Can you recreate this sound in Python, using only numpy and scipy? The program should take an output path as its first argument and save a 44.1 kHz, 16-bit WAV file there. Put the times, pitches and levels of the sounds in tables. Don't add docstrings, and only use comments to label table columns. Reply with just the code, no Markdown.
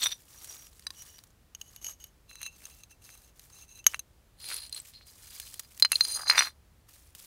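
import sys
import numpy as np
from scipy import signal
from scipy.io import wavfile
from scipy.ndimage import map_coordinates

SR = 44100
rng = np.random.default_rng(int(sys.argv[2]) if len(sys.argv) > 2 else 0)


def unload_audio(sound):
    columns = np.transpose(np.atleast_2d(sound))
    steps = np.round(np.clip(columns, -1, 1) * 32767)
    wavfile.write(sys.argv[1], SR, steps.astype(np.int16))


N = 320166
TIME = np.arange(N) / SR
RING_TIME = np.arange(8192) / SR

SHARD_MODES = { "rim": [(3615, 0, .024), (4200, -10, .008), (5840, -4, .04), (8470, -14, .03),
               (10400, -15, .028), (13500, -24, .02)], "rim, wedged": [(3430, -5, 0.021),
               (4280, 1.5, 0.0096), (6820, -8, 0.018), (8040, -1.5, .022), (12130, -19.5, .02)],
               "rim, gripped": [(2970, 1.5, 0.04), (5770, -5, 0.034), (6460, -12, 0.023)],
               "rim, grounded": [(1083, -15, 0.061), (1800, -8.5, 0.016), (3946, 0.5, 0.034),
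               (4830, 5.5, 0.014), (6070, -4.5, 0.019), (8600, -6, 0.02), (10370, -12, 0.014)],
               "wall": [(2690, -10.5, .036), (4030, -8.5, .032), (6150, -3, .026), (6400, 0, .026),
               (9050, -5, .024), (11000, -12, .018), (12200, -9, .022), (14000, -14, .022)],
               "chip": [(2970, -11, .035), (5800, -11, .02), (6200, -8, .026), (6530, 0, .026),
               (10150, -15, .018), (11470, -7, .02), (12190, -18, .02)], "belly": [(4150, 0, .05),
               (4835, -6, .035), (6220, -14, .018), (6560, -17, .02), (9230, -13, .02), (10250, -20, .022),
               (11350, -19, .014)], "belly, sliding": [(4165, 0, .032), (4835, -1, .032), (6210, -6, .028),
               (6580, -7, .026), (9230, -3, .028), (10300, -12, .028), (11280, -11, .02),
               (13500, -14, .026)], "belly, pressed": [(4190, 0, .019), (4800, -5, .014), (9240, -6, .02),
               (10250, -8, .02), (11130, -13, .018)], "flake": [(8020, 0, 0.016)], }
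SHARD_MOVES = { "rim": [(.004, 0.08, 0.35, -31, -4, -43), (.09, 0.043, 0.7, -39, 5, -52),
               (6.33, 0.15, 0.4, -37.5, 6.5, -48.5)], "rim, gripped": [(.29, 0.38, 0.61, -54, 36, -55),
               (.94, 0.25, 0.3, -52.5, 14, -62)], "chip": [(1.58, 0.23, 0.74, -59, 0, -68),
               (1.825, 0.1, 0.5, -43.5, 0, -52.5), (2.0, 0.076, 0, -53.5, -8, -65),
               (3.87, 0.092, 0, -52, -8, -56)], "wall": [(2.29, 0.12, 0.03, -52.5, -6.5, -66),
               (2.41, 0.072, 0.9, -44, -9, -58), (2.52, 0.32, 0.4, -58.5, -4, -63),
               (2.905, 0.021, 0.36, -53.5, -2.5, -63.5), (3.02, 0.27, 0.12, -56, 0.5, -63),
               (3.5, 0.15, 0.8, -54, -3, -62), (3.69, 0.11, 0.95, -49.5, -1.5, -66)],
               "belly, pressed": [(4.405, 0.26, 0.43, -41.5, -1, -51.5),
               (4.73, 0.068, 0.72, -43, 2.5, -52.5), (4.935, 0.095, 0, -51.5, -14, -70)],
               "belly, sliding": [(5.06, 0.067, 0.5, -56.5, -1, -77), (5.22, 0.43, 0.27, -56, -1, -71),
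               (5.925, 0.31, 0.75, -33.5, 0.5, -49.5), (6.27, 0.2, 0.06, -26, -10, -53)], }
# frequency_hz, level_db
KNOCK_SPECTRUM = [(100, -35), (300, -26.5), (700, -15), (1150, -3), (2200, 0.5), (2700, -2.5),
                  (3700, -18.5), (16000, -54.5)]


def amp(db):
    return 10 ** (np.asarray(db) / 20)


def unit(x):
    return x / np.sqrt(np.mean(x ** 2) + 1e-20)


def add(mix, start_s, sound):
    part = mix[max(round(start_s * SR), 0):][:len(sound)]
    part += sound[:len(part)]


def through(x, response):
    return signal.oaconvolve(x, response)[:N]


def click(spectrum, size=4096):
    hz, db = np.transpose(spectrum)
    bin_hz = abs(np.fft.fftfreq(size, 1 / SR))
    log_gain = np.log(amp(np.interp(np.log(bin_hz + 1), np.log(hz), db)))
    pulse = np.fft.ifft(np.exp(np.conj(signal.hilbert(log_gain)))).real[:size // 2]
    return pulse / abs(pulse).max()


def grains(per_s, spread_db, limit=3.2):
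    hit = rng.random(N) < per_s / SR
    size = amp(spread_db * np.minimum(rng.exponential(1, N), limit))
    return hit * size * rng.choice([-1, 1], N)


def waver(per_s, depth_db):
    knots = rng.standard_normal(N // 100)
    return amp(depth_db * np.interp(TIME * per_s, np.arange(len(knots)), knots))


def burst(decay_ms):
    return rng.standard_normal(len(RING_TIME)) * np.exp(-RING_TIME * 1000 / max(decay_ms, .1))


def push(start, length, crest_fraction, swell_db=9, attack_s=0.023, release_s=0.031):
    end, crest = start + length, start + length * np.clip(crest_fraction, .02, .98)
    near = (TIME > start - 2 * attack_s) & (TIME < end + 2 * release_s)
    gain, t = np.zeros(N), TIME[near]
    held_db = np.interp(t, [start, crest, end], [-swell_db, 0, -swell_db])
    fade_db = 20 * (np.maximum(start - t, 0) / attack_s + np.maximum(t - end, 0) / release_s)
    gain[near] = amp(held_db - fade_db)
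    return gain


def air(level_db=-62):
    # frequency_hz, level_db
    air_spectrum = [(12, -39), (25, -12), (60, 0), (146, -13), (250, -19), (800, -25.5), (2600, -32),
                    (16000, -38)]
    return amp(level_db) * unit(through(rng.standard_normal(N), click(air_spectrum)))


def garden_echoes(x, wet_db=-29, t60_s=0.079, delay_s=0.0074):
    decay = np.exp(-np.log(1000) * TIME / t60_s) * (TIME > delay_s)
    tail = (grains(per_s=45000, spread_db=-1.5) * decay)[:SR // 2]
    return x + amp(wet_db) * through(x, tail / np.linalg.norm(tail))


def crumbs(sizes=26, decay_cycles=2.2, low_hz=1200, high_hz=15000):
    out, t = np.zeros(N), RING_TIME[:SR // 200]
    for hz in np.linspace(low_hz, high_hz, sizes):
        tick = np.sin(2 * np.pi * hz * t) * np.exp(-t * hz / decay_cycles)
        ticks = through(grains(per_s=110, spread_db=5.5), tick / np.linalg.norm(tick))
        out += ticks * waver(per_s=50, depth_db=2)
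    return unit(out)


def stir(pushes):
    return np.sqrt(sum((amp(db) * push(start, length, crest)) ** 2
                       for start, length, crest, *_, db in pushes))


def soil(grit_gain_db=7.0, litter_cutoff_hz=1500):
    # start_s, length_s, crest_fraction, level_db
    brushes = [(.14, 0.16, .38, -66), (.66, 0.65, 0.16, -69), (3.36, 0.12, 0.8, -63.5),
               (4.82, 0.097, 0.65, -56.5), (5.07, 0.54, 0.73, -57), (5.6, 0.55, 0.3, -64),
               (6.885, 0.23, 0, -63.5), (7.16, 0.2, 0.19, -58)]
    # start_s, level_db, decay_ms
    snaps = [(.445, -27.5, 1.9), (0.795, -34, 1.5), (1.021, -33, 1.8), (1.184, -34, .6), (1.238, -37, 2.5),
             (1.613, -34.5, 4.2), (5.3994, -21, 2.2), (5.447, -44, .6), (5.541, -27.5, 3.1),
             (5.595, -21, 4), (5.776, -33.5, 2.2), (5.798, -24, 4.3), (7.15, -33.5, 4.7)]
    # frequency_hz, level_db
    soil_spectrum = [(100, -31), (300, -9.5), (1000, -8.5), (2300, -9), (5800, -6), (9000, -5.5),
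                     (12500, -7.5), (16000, -8)]
    sand = unit(grains(per_s=7000, spread_db=1.5))
    grit = amp(grit_gain_db) * unit((crumbs() + sand) * waver(per_s=170, depth_db=2.6))
    litter = stir(brushes) * grit
    for start, db, decay_ms in snaps:
        add(litter, start, amp(db) * burst(decay_ms) / 2)
    high_pass = signal.butter(1, litter_cutoff_hz, "highpass", fs=SR, output="sos")
    earth = stir(sum(SHARD_MOVES.values(), [])) * grit
    response = click(soil_spectrum)
    return through(earth + signal.sosfilt(high_pass, litter), response / np.linalg.norm(response))


def rasp(gain_db=-5):
    jagged_shards = ("rim", "belly, pressed")
    # frequency_hz, level_db
    rasp_spectrum = [(300, -47), (3000, -6), (4200, -2), (5200, -8.5), (9000, -33)]
    force = sum(amp(rub_db) * push(start, length, crest)
                for shard in jagged_shards for start, length, crest, rub_db, _, _ in SHARD_MOVES[shard])
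    spurts = grains(per_s=2300, spread_db=9.0) * waver(per_s=70, depth_db=3.0)
    return amp(gain_db) * force * unit(through(spurts, click(rasp_spectrum)))


def chatter():
    # start_s, length_s, crest_fraction, level_db, knock_pitch_ratio
    tick_runs = [(4.509, 0.023, 0.35, -41, 0.94), (6.157, 0.28, 0.09, -46, 0.64),
                 (6.285, 0.19, 0.3, -35, 0.88)]
    # start_s, peak_db
    catches = [(2.313, -39), (2.409, -44), (3.092, -39.5), (3.9371, -29), (5.011, -43.5), (5.857, -22.5),
               (6.272, -27.5), (6.3121, -12.5), (6.35, -23), (6.364, -22), (6.3985, -18), (6.408, -7),
               (6.4228, -12.5), (6.4377, -34), (6.4675, -35)]
    out, knock = np.zeros(N), click(KNOCK_SPECTRUM)
    for start, length, crest, db, pitch_ratio in tick_runs:
        tick = click([(hz * pitch_ratio, level) for hz, level in KNOCK_SPECTRUM])
        ticks = unit(through(grains(per_s=260, spread_db=2.5), tick))
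        out += amp(db) * push(start, length, crest) * ticks
    for start, db in catches:
        add(out, start, amp(db) * knock)
    return out


def ring(shard, brightness, damping=1, spot_db=1.6, spot_detune=.001, brightest_hz=11000):
    hz, db, t60 = np.transpose(SHARD_MODES[shard])[:, :, None]
    weight, detune = rng.standard_normal((2, *hz.shape))
    octaves = np.log2(np.minimum(hz, brightest_hz) / hz[0])
    size = amp(db + brightness * octaves + spot_db * weight)
    tones = np.sin(2 * np.pi * hz * (1 + spot_detune * detune) * RING_TIME)
    decay = np.exp(-np.log(1000) * RING_TIME * damping / t60)
    return size / np.linalg.norm(size) * tones * decay


def drags(rub_share=0.42, rise_s=0.00087):
    out, feeds = np.zeros(N), []
    slips = unit(grains(per_s=900, spread_db=4.0))
    grip = np.minimum(waver(per_s=45, depth_db=7.5), 1.2)
    for _ in range(max(map(len, SHARD_MODES.values()))):
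        friction = slips + rub_share * rng.standard_normal(N)
        feeds.append(unit(friction * waver(per_s=110, depth_db=3.0) * grip))
    swell = 1 - np.exp(-RING_TIME / rise_s)
    for shard, moves in SHARD_MOVES.items():
        for start, length, crest, rub_db, brightness, _ in moves:
            modes = swell * ring(shard, brightness)
            force = push(start, length, crest)
            moving = np.flatnonzero(force)
            for mode, feed in zip(amp(rub_db) * modes / np.linalg.norm(modes), feeds):
                add(out, TIME[moving[0]], signal.fftconvolve(force[moving] * feed[moving], mode))
    drift_s = .0012 * np.log(waver(per_s=20, depth_db=1))
    return map_coordinates(out, [(TIME + drift_s) * SR], order=5)


def clinks(contact_ms=0.79, crunch_ms=2.8, choke_ms=6.87, rough_share=.42,
           light_db=-20, damping_per_db=0.13):
    blows = { "rim": [(0.0593, -9, -20, -18), (0.0672, -13.5, 3.5, -20), (0.0742, -33, 3, -34),
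             (0.1286, -25, -14, -37), (6.2985, -20.5, 8, -54.5), (6.3802, -11, 1.5, -4),
             (6.3908, -8.5, 3, -8.5)], "rim, wedged": [(0.023, -20, -3, -26.5), (0.0309, -10.5, -6, -27),
             (0.0359, -12.5, -7, -27.5), (0.039, -17, -8, -29)], "rim, grounded": [(0.8235, -36, -1, -62),
             (0.8674, -19, 2, -30.5), (0.9046, -24, 1.5, -46), (1.1881, -31.5, 0, -52)],
             "wall": [(2.3553, -31.5, 3, -41.5), (2.4156, -28.5, 15, -34), (2.4299, -22.5, -4, -36),
             (2.4629, -25, 0, -35), (2.654, -27, 2, -65), (2.8353, -32, -1, -64), (3.3946, -32, 4.5, -78),
             (3.8657, -21, -1, -43), (3.9445, -24, -6, -17), (3.993, -21.5, 0.5, -39),
             (5.9183, -27, -1.5, -24), (5.9298, -20.5, -13, -20.5)], "chip": [(1.5491, -26, -2.5, -66.5),
             (1.6137, -25.5, -10, -67), (1.7619, -29, 13, -73), (1.8446, -22, 0, -61),
             (1.866, -21.5, -3.5, -52), (2.0407, -28.5, 17, -58), (3.8425, -33, 0, -50),
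             (3.8657, -0.5, 1.5, -8.5), (5.8488, -22.5, -18.5, -55.5)], "belly": [(4.5422, -21.5, 29, -49),
             (4.7259, -22.5, 9.5, -67), (5.8235, -3, 0, -19), (5.8488, -10.5, -3, -13),
             (5.9183, -6.5, 18.5, -22), (6.0079, -7, -5.5, -17), (6.2985, -4.5, -4, -5)],
             "belly, sliding": [(6.0499, -17.5, -5, -33), (6.3765, -12, -7.5, -24.5)],
             "belly, pressed": [(4.566, -23.5, 6, -69), (4.761, -41, 6, -60), (5.9561, -8.5, -12, -53)],
             "flake": [(4.695, -30, 6, -66), (4.7454, -23.5, -2, -62), (4.8001, -24, -17, -66)], }
    # frequency_hz, level_db
    crunch_spectrum = [(200, -17.5), (1200, -12.5), (3000, 1), (16000, -10.5)]
    out, knock, grit = np.zeros(N), click(KNOCK_SPECTRUM), click(crunch_spectrum)
    ms = RING_TIME * 1000
    onset = 1 - np.exp(-ms / contact_ms)
    choke = 1 / (1 + (ms / choke_ms) ** 10)
    for shard, rows in blows.items():
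        for start, ring_db, brightness, knock_db in rows:
            crunch = signal.fftconvolve(burst(crunch_ms), grit / np.linalg.norm(grit))
            crunch_db = ring_db - 18 + 0.25 * min(brightness, 10)
            damping = 1 + damping_per_db * max(light_db - ring_db, 0)
            clean = onset * ring(shard, brightness, damping).sum(0)
            if shard.endswith("pressed"):
                clean = clean * choke
            rough = signal.fftconvolve(clean, crunch)[:len(clean)]
            add(out, start, amp(knock_db) * knock)
            add(out, start, amp(crunch_db) * crunch)
            add(out, start, amp(ring_db) * (clean + rough_share * clean.std() * unit(rough)))
    return out


def scene():
    direct = clinks() + drags() + rasp() + chatter() + soil()
    return (garden_echoes(direct) + air())[None]


def record(dry, cutoff_hz=15800):
    low_pass = signal.firwin(401, cutoff_hz, window=("kaiser", 9), fs=SR)
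    return signal.oaconvolve(np.clip(dry, -1, 1), low_pass[None], "same")


dry = scene()
out = record(dry)
unload_audio(out)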